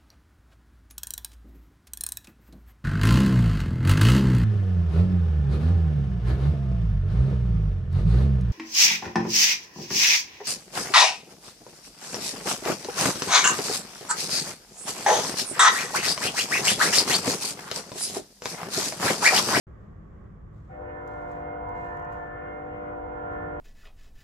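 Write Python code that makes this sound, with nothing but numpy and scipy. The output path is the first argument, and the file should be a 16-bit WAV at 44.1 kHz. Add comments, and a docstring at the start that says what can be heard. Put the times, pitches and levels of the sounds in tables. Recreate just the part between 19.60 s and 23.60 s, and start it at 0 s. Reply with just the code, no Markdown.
"""A low engine rumble and outdoor wash fill a garden; close by, a hand rubs and later ticks faintly.
From about 1.1 s a distant five-chime train horn holds one chord: five diaphragms on one air supply.
Its overtones fade and swell as their paths through the air shift, and distort into sum and
difference tones. Air rushes in the horn; houses and trees throw the chord back."""
import sys
import numpy as np
from scipy import signal
from scipy.fft import rfft, irfft
from scipy.io import wavfile

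SR = 44100
rng = np.random.default_rng(int(sys.argv[2]) if len(sys.argv) > 2 else 0)


def to_wav(s):
    """Save 16-bit WAV."""
    ch = np.atleast_2d(s).T  # columns
    pcm = np.round(np.clip(ch, -1, 1) * 32767)  # PCM
    wavfile.write(sys.argv[1], SR, pcm.astype(np.int16))


N = 176400
T = np.arange(N) / SR
HZ = np.fft.rfftfreq(N, 1 / SR)
HORN_ON_S, ATTACK_S = 1.082, 0.02

# Chime fundamentals in Hz.
CHIME_HZ = [251.5, 296.4, 352.5, 452.2, 490.7]
# Chime spectra. Each row: one chime's levels in dB, harmonic 1 upward.
HARMONIC_DB = [
    [-57.5, -45, -40.5, -53, -52, -64, -69, -83, -80],
    [-46, -41.5, -47.5, -71, -62, -69, -84.5, -90.5, -87.5, -88],
    [-49, -40.5, -52, -44, -48.5, -56, -70.5, -74, -85],
    [-45.5, -47.5, -64, -58.5, -75.5, -82.5, -88],
    [-41, -46, -57.5, -66.5, -79, -85],
]
# Swells of the low notes and upper overtones. Each row: time in seconds, relative level in dB.
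LOW_SWELL = [(1.15, -46), (1.2, -41.5), (1.4, -43.5), (1.94, -41), (2.52, -45), (3.08, -40.5),
             (3.17, -41.5), (3.98, -38.5), (4.0, -38)]
UPPER_SWELL = [(1.15, -61.5), (1.37, -52), (2.86, -49), (2.87, -49), (3.13, -54.5), (3.28, -49),
               (3.42, -56.5), (3.73, -45.5), (3.96, -51), (4.0, -55.5)]


def amp(db):
    return 10 ** (np.asarray(db) / 20)


def unit_rms(x):
    return x / np.sqrt(np.mean(abs(x) ** 2) + 1e-20)


def over_log_hz(points):
    hz, value = np.transpose(points)
    return np.interp(np.log(HZ + 1), np.log(hz + 1), value)


def pan(db):
    """Stereo gains of unit mean power; db is left minus right."""
    return unit_rms(amp([[db / 2], [-db / 2]]))


def drift(cutoff_hz):
    """Low-passed random motion, unit RMS."""
    return unit_rms(irfft(rfft(rng.standard_normal(N)) / (1 + (HZ / cutoff_hz) ** 4), N))


def noise(spectrum):
    """Coloured stereo noise, unit RMS, alike on both sides in the bass."""
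    # Each row: frequency in Hz, left-right correlation.
    coherence = [(30, 1), (80, 0.94), (160, 0.89), (300, 0.31), (600, 0.083), (1500, .05), (8000, 0.12)]
    same = np.clip(over_log_hz(coherence), -1, 1)
    left, other = rfft(rng.standard_normal((2, N)))
    right = same * left + np.sqrt(1 - same ** 2) * other
    return unit_rms(irfft(np.array([left, right]) * amp(over_log_hz(spectrum)), N))


def air_fading(depth, rate_hz, count=200):
    """Complex gain of one tone at each ear as its paths through the air shift."""
    hz = np.fft.fftfreq(count, N / SR / count)
    scatter = rng.standard_normal((2, count)) + 1j * rng.standard_normal((2, count))
    scatter = scatter * (hz != 0) / np.sqrt(abs(hz) + 2) / (1 + (hz / rate_hz) ** 4)
    gains = 1 + depth * unit_rms(np.fft.ifft(scatter))
    return np.array([np.interp(T, np.linspace(0, N / SR, count), unit_rms(ear)) for ear in gains])


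def engine():
    """Wavering drone lines over a low rumble."""
    # Each row: frequency in Hz, RMS level in dB.
    drone_lines = [(59.2, -55), (108.5, -55), (148, -58), (204, -63)]
    # Each row: frequency in Hz, relative density in dB.
    rumble_spectrum = [(12, -42.5), (20, -18.5), (43, 0), (64, 0), (112, -3), (130, -8.5), (156, -3.5),
                       (203, -9.5), (230, -15), (300, -43), (510, -120)]
    drone = np.zeros(N)
    for hz, db in drone_lines:
        tone = np.exp(2j * np.pi * np.cumsum(hz + 2.5 * drift(6)) / SR)
        drone += amp(db) * np.sqrt(2) * (tone * air_fading(depth=0.31, rate_hz=4.9)[0]).real
    return drone + amp(-45.78 + 1.4 * drift(2.2)) * noise(rumble_spectrum)


def outdoor_wash():
    """Broad ambient noise, gently wavering in level."""
    # Each row: frequency in Hz, relative density in dB.
    spectrum = [(100, -11), (220, -2), (350, 1), (520, -4), (750, -10), (950, -13), (1130, -5.5),
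                (1400, -13.5), (1900, -17), (2600, -32), (3400, -35), (4000, -44.5), (7700, -41.5),
                (8600, -57.5), (15000, -50.5)]
    return amp(-54.5 + 1.1 * drift(2.3)) * pan(-1.5) * noise(spectrum)


def hand_rubs():
    """Soft, grainy friction of a hand on a casing."""
    # Each row: start in seconds, length in seconds, level in dB.
    rubs = [(0.198, 0.15, -86.5), (0.924, 0.38, -81), (1.458, 0.34, -76), (1.676, 0.24, -77.5),
            (2.146, 0.31, -72.5), (2.493, 0.25, -77), (3.717, .06, -79), (3.933, 0.087, -84)]
    # Each row: frequency in Hz, relative density in dB.
    spectrum = [(1500, -6.5), (3500, 6.5), (5000, 1), (7600, 3.5), (9000, -9.5), (15500, -10.5)]
    envelope = np.zeros(N)
    for start_s, length_s, db in rubs:
        progress = np.clip((T - start_s) / length_s, 0, 1)
        envelope += amp(db) * np.sin(np.pi * progress ** 0.42)
    grain = amp(2.4 * drift(200))
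    return envelope * grain * pan(-4) * noise(spectrum)


def chime_phases():
    """Phases in radians: one air supply sets the pitch, each diaphragm jitters, two throb together."""
    sharp, wander, jitter = .014, .0004, .0022  # fractions of pitch
    settle_s, coupling_rad = 0.2378, .16
    age_s = np.maximum(T - HORN_ON_S, 0)
    pitch = 1 + sharp * np.exp(-(age_s / settle_s) ** 2) + wander * drift(5.1)
    phases = [2 * np.pi * (np.cumsum(hz * (pitch + jitter * drift(45))) / SR + rng.random())
              for hz in CHIME_HZ]
    pull = coupling_rad * np.sin(2 * phases[0] - phases[-1])  # outer chimes, nearly an octave apart
    return [phases[0] + pull, *phases[1:-1], phases[-1] - pull]


def swell(curve):
    """Horn attack times a level curve scaled to unit power over the blast."""
    gain = amp(np.interp(T, *np.transpose(curve)))
    attack = np.clip((T - HORN_ON_S) / ATTACK_S, 0, 1)
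    return attack * gain / np.sqrt(np.mean(gain[T > HORN_ON_S] ** 2))


def band_swell(hz):
    """Envelope of a horn harmonic, chosen by its band."""
    # Band swells. Each row: time in seconds, relative level in dB.
    lead = [(1.15, -58), (1.32, -60), (1.67, -49.5), (2.63, -49), (2.69, -58.5), (3.4, -54), (3.6, -59),
            (3.65, -48.5), (4.0, -59)]
    middle = [(1.15, -64), (1.22, -57), (1.63, -51), (1.97, -53), (2.09, -44.5), (2.63, -49), (2.7, -58.5),
              (3.59, -49), (4.0, -52.5)]
    treble = [(1.15, -65.5), (1.38, -57.5), (1.44, -71), (1.54, -59.5), (2.04, -63.5), (2.33, -47.5),
              (2.59, -54.5), (2.78, -52), (3.13, -63), (3.57, -60), (3.84, -51), (4.0, -61)]
    high = [(1.15, -65), (1.21, -75), (1.3, -58.5), (1.37, -69.5), (1.93, -63), (1.98, -70.5), (2.2, -59.5),
            (2.56, -60), (2.72, -68), (2.77, -59.5), (3.04, -66), (3.17, -56.5), (3.32, -66.5), (4.0, -64)]
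    bands = [(680, LOW_SWELL), (730, lead), (850, LOW_SWELL), (1100, middle),
             (1600, UPPER_SWELL), (1900, treble), (SR, high)]
    return swell(next(curve for top_hz, curve in bands if hz < top_hz))


def horn(phases):
    """Harmonics of five chimes; high ones fade more deeply, low ones shift sideways mid-blast."""
    # Each chime's delay after the valve opens, in seconds.
    lags_s = [0.0023, 0.035, 0.02, 0.092, 0.034]
    # Each row: one chime's lowest harmonics, left minus right in dB as (before, after) the shift.
    pans_db = [
        [(-2.5, -9), (-3.5, 10.5), (4.5, 3), (0.5, -0.5), (-6, -7)],
        [(-3, -0.5), (2, -5.5), (-10, -6.5)],
        [(1, 13.5), (1.5, 2), (5.5, 5), (-10, -8), (-2.5, -1), (-1.5, -4)],
        [(1.5, 2), (-14, -6), (-0.5, 5.5), (-6.5, 2)],
        [(9.5, 1.5), (-9, -7.5)],
    ]
    # Each row: frequency in Hz, phase between the ears in radians.
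    ear_phase = [(250, 0.4), (350, 1.2), (500, 1.5), (750, 2.18), (1000, 2.32), (1400, 2.28), (1800, 1.84),
                 (3000, 2.1)]
    # Fading in the air. Each row: frequency in Hz, scattered-to-direct ratio, cutoff rate in Hz.
    fades = [(300, 0.27, 2.3), (735, 0.19, 4.4), (1400, 0.39, 4), (1800, 1.1, 4.5), (2150, 1.3, 6.4),
             (3000, 2.7, 15)]
    fade_hz, depths, rates_hz = np.transpose(fades)
    shift_s, shift_span_s = 2.4, 0.51
    shift = .5 + .5 * np.tanh((T - shift_s) / shift_span_s)
    sides = np.array([[.5], [-.5]])
    out = np.zeros((2, N))
    for chime_hz, lag_s, phase, levels, pans in zip(CHIME_HZ, lags_s, phases, HARMONIC_DB, pans_db):
        turn = np.exp(1j * phase)
        tone = np.clip((T - HORN_ON_S - lag_s) / ATTACK_S, 0, 1)
        for k, db in enumerate(levels):
            tone = tone * turn  # next harmonic
            hz = chime_hz * (k + 1)
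            before, after = pans[k] if k < len(pans) else (0, 0)
            ears = amp(sides * (before + (after - before) * shift))
            ears /= np.sqrt(np.mean(ears ** 2, axis=0))
            skew_rad = sides * rng.choice([-1, 1]) * np.interp(hz, *np.transpose(ear_phase))
            air = air_fading(np.interp(hz, fade_hz, depths), np.interp(hz, fade_hz, rates_hz))
            out += amp(db) * ears * band_swell(hz) * (tone * np.exp(1j * skew_rad) * air).real
    return out


def air_rush():
    """Air rushing through the horn, swelling with the chord."""
    # Each row: frequency in Hz, relative density in dB.
    spectrum = [(150, -14.5), (300, -6), (500, 0.5), (800, -3.5), (1150, -4), (1450, -0.5), (1650, -6.5),
                (2000, -11.5), (2400, -23.5), (2900, -25.5), (3400, -28.5), (4200, -47.5), (8000, -69)]
    envelope = (swell(LOW_SWELL) + swell(UPPER_SWELL)) / 2
    return amp(-52) * pan(-1.5) * envelope * noise(spectrum)


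def distortion(phases):
    """The very loud chord distorts, filling its gaps with sum and difference tones."""
    # Each row: frequency in Hz, relative gain in dB.
    response = [(100, -18.5), (300, -17.5), (700, -21.5), (1000, 3.5), (1250, -11), (1480, 4.5), (1600, -8),
                (1700, -11.5), (1960, -8), (2100, -8.5), (2400, -16), (3200, -17.5), (4200, -38)]
    chord = unit_rms(sum(amp(db) * np.cos((k + 1) * phase)
                         for phase, levels in zip(phases, HARMONIC_DB)
                         for k, db in enumerate(levels[:5])))
    quadratic, cubic = chord ** 2 - 1, chord ** 3 - 3 * chord
    scattered = echoes(quadratic + .18 * cubic, t60_s=.25)
    tones = unit_rms(irfft(rfft(scattered) * amp(over_log_hz(response)), N))
    return amp(-52) * pan(-1.5) * swell(UPPER_SWELL) * tones


def echoes(x, t60_s):
    """Scattered reflections from houses and trees, different on each side."""
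    taps_per_s, gap_s = 900, .015
    delay_s = T[:SR]
    taps = rng.standard_normal((2, SR)) * (rng.random((2, SR)) < taps_per_s / SR)
    taps *= (delay_s > gap_s) * amp(-60 * delay_s / t60_s)
    taps /= np.linalg.norm(taps, axis=1, keepdims=True)
    return signal.fftconvolve(np.atleast_2d(x), taps, axes=1)[:, :N]


def finger_ticks():
    """Fingers tap the casing: short, bright noise bursts."""
    # Each row: start in seconds, level in dB, left minus right in dB, decay time in seconds.
    ticks = [(1.4746, -59.5, -11, 0.0058), (1.7154, -66, -3, .008), (2.09, -62.5, -17, 0.0043),
             (2.3706, -63, 2, 0.0032), (2.3963, -63.5, -1, 0.0036), (2.4228, -66, 4, .003),
             (2.4475, -64.5, -1, 0.0039), (2.5246, -66.5, -2, 0.014)]
    # Each row: frequency in Hz, relative density in dB.
    spectrum = [(1500, -18), (4000, -8.5), (7000, 0), (9000, -15), (11000, -6), (15500, -15.5)]
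    envelope = np.zeros((2, N))
    for start_s, db, pan_db, decay_s in ticks:
        age_s = np.maximum(T - start_s, 0)
        envelope += amp(db) * pan(pan_db) * np.minimum(age_s / .001, 1) * np.exp(-age_s / decay_s)
    return envelope * noise(spectrum)


def scene():
    phases = chime_phases()
    chord = horn(phases)
    blast = chord + air_rush() + amp(-15) * echoes(chord, t60_s=1.7) + distortion(phases)
    return blast + engine() + outdoor_wash() + hand_rubs() + finger_ticks()


def record(dry):
    """A moment of silence, a 2 ms fade-in and a low-pass."""
    start_s, cutoff_hz = .068, 15850
    opened = dry * np.clip((T - start_s) / .002, 0, 1)
    lowpass = signal.firwin(511, cutoff_hz, window=("kaiser", 9), fs=SR)
    return signal.oaconvolve(opened, lowpass[None], "same")


dry = scene()
out = record(dry)
to_wav(out)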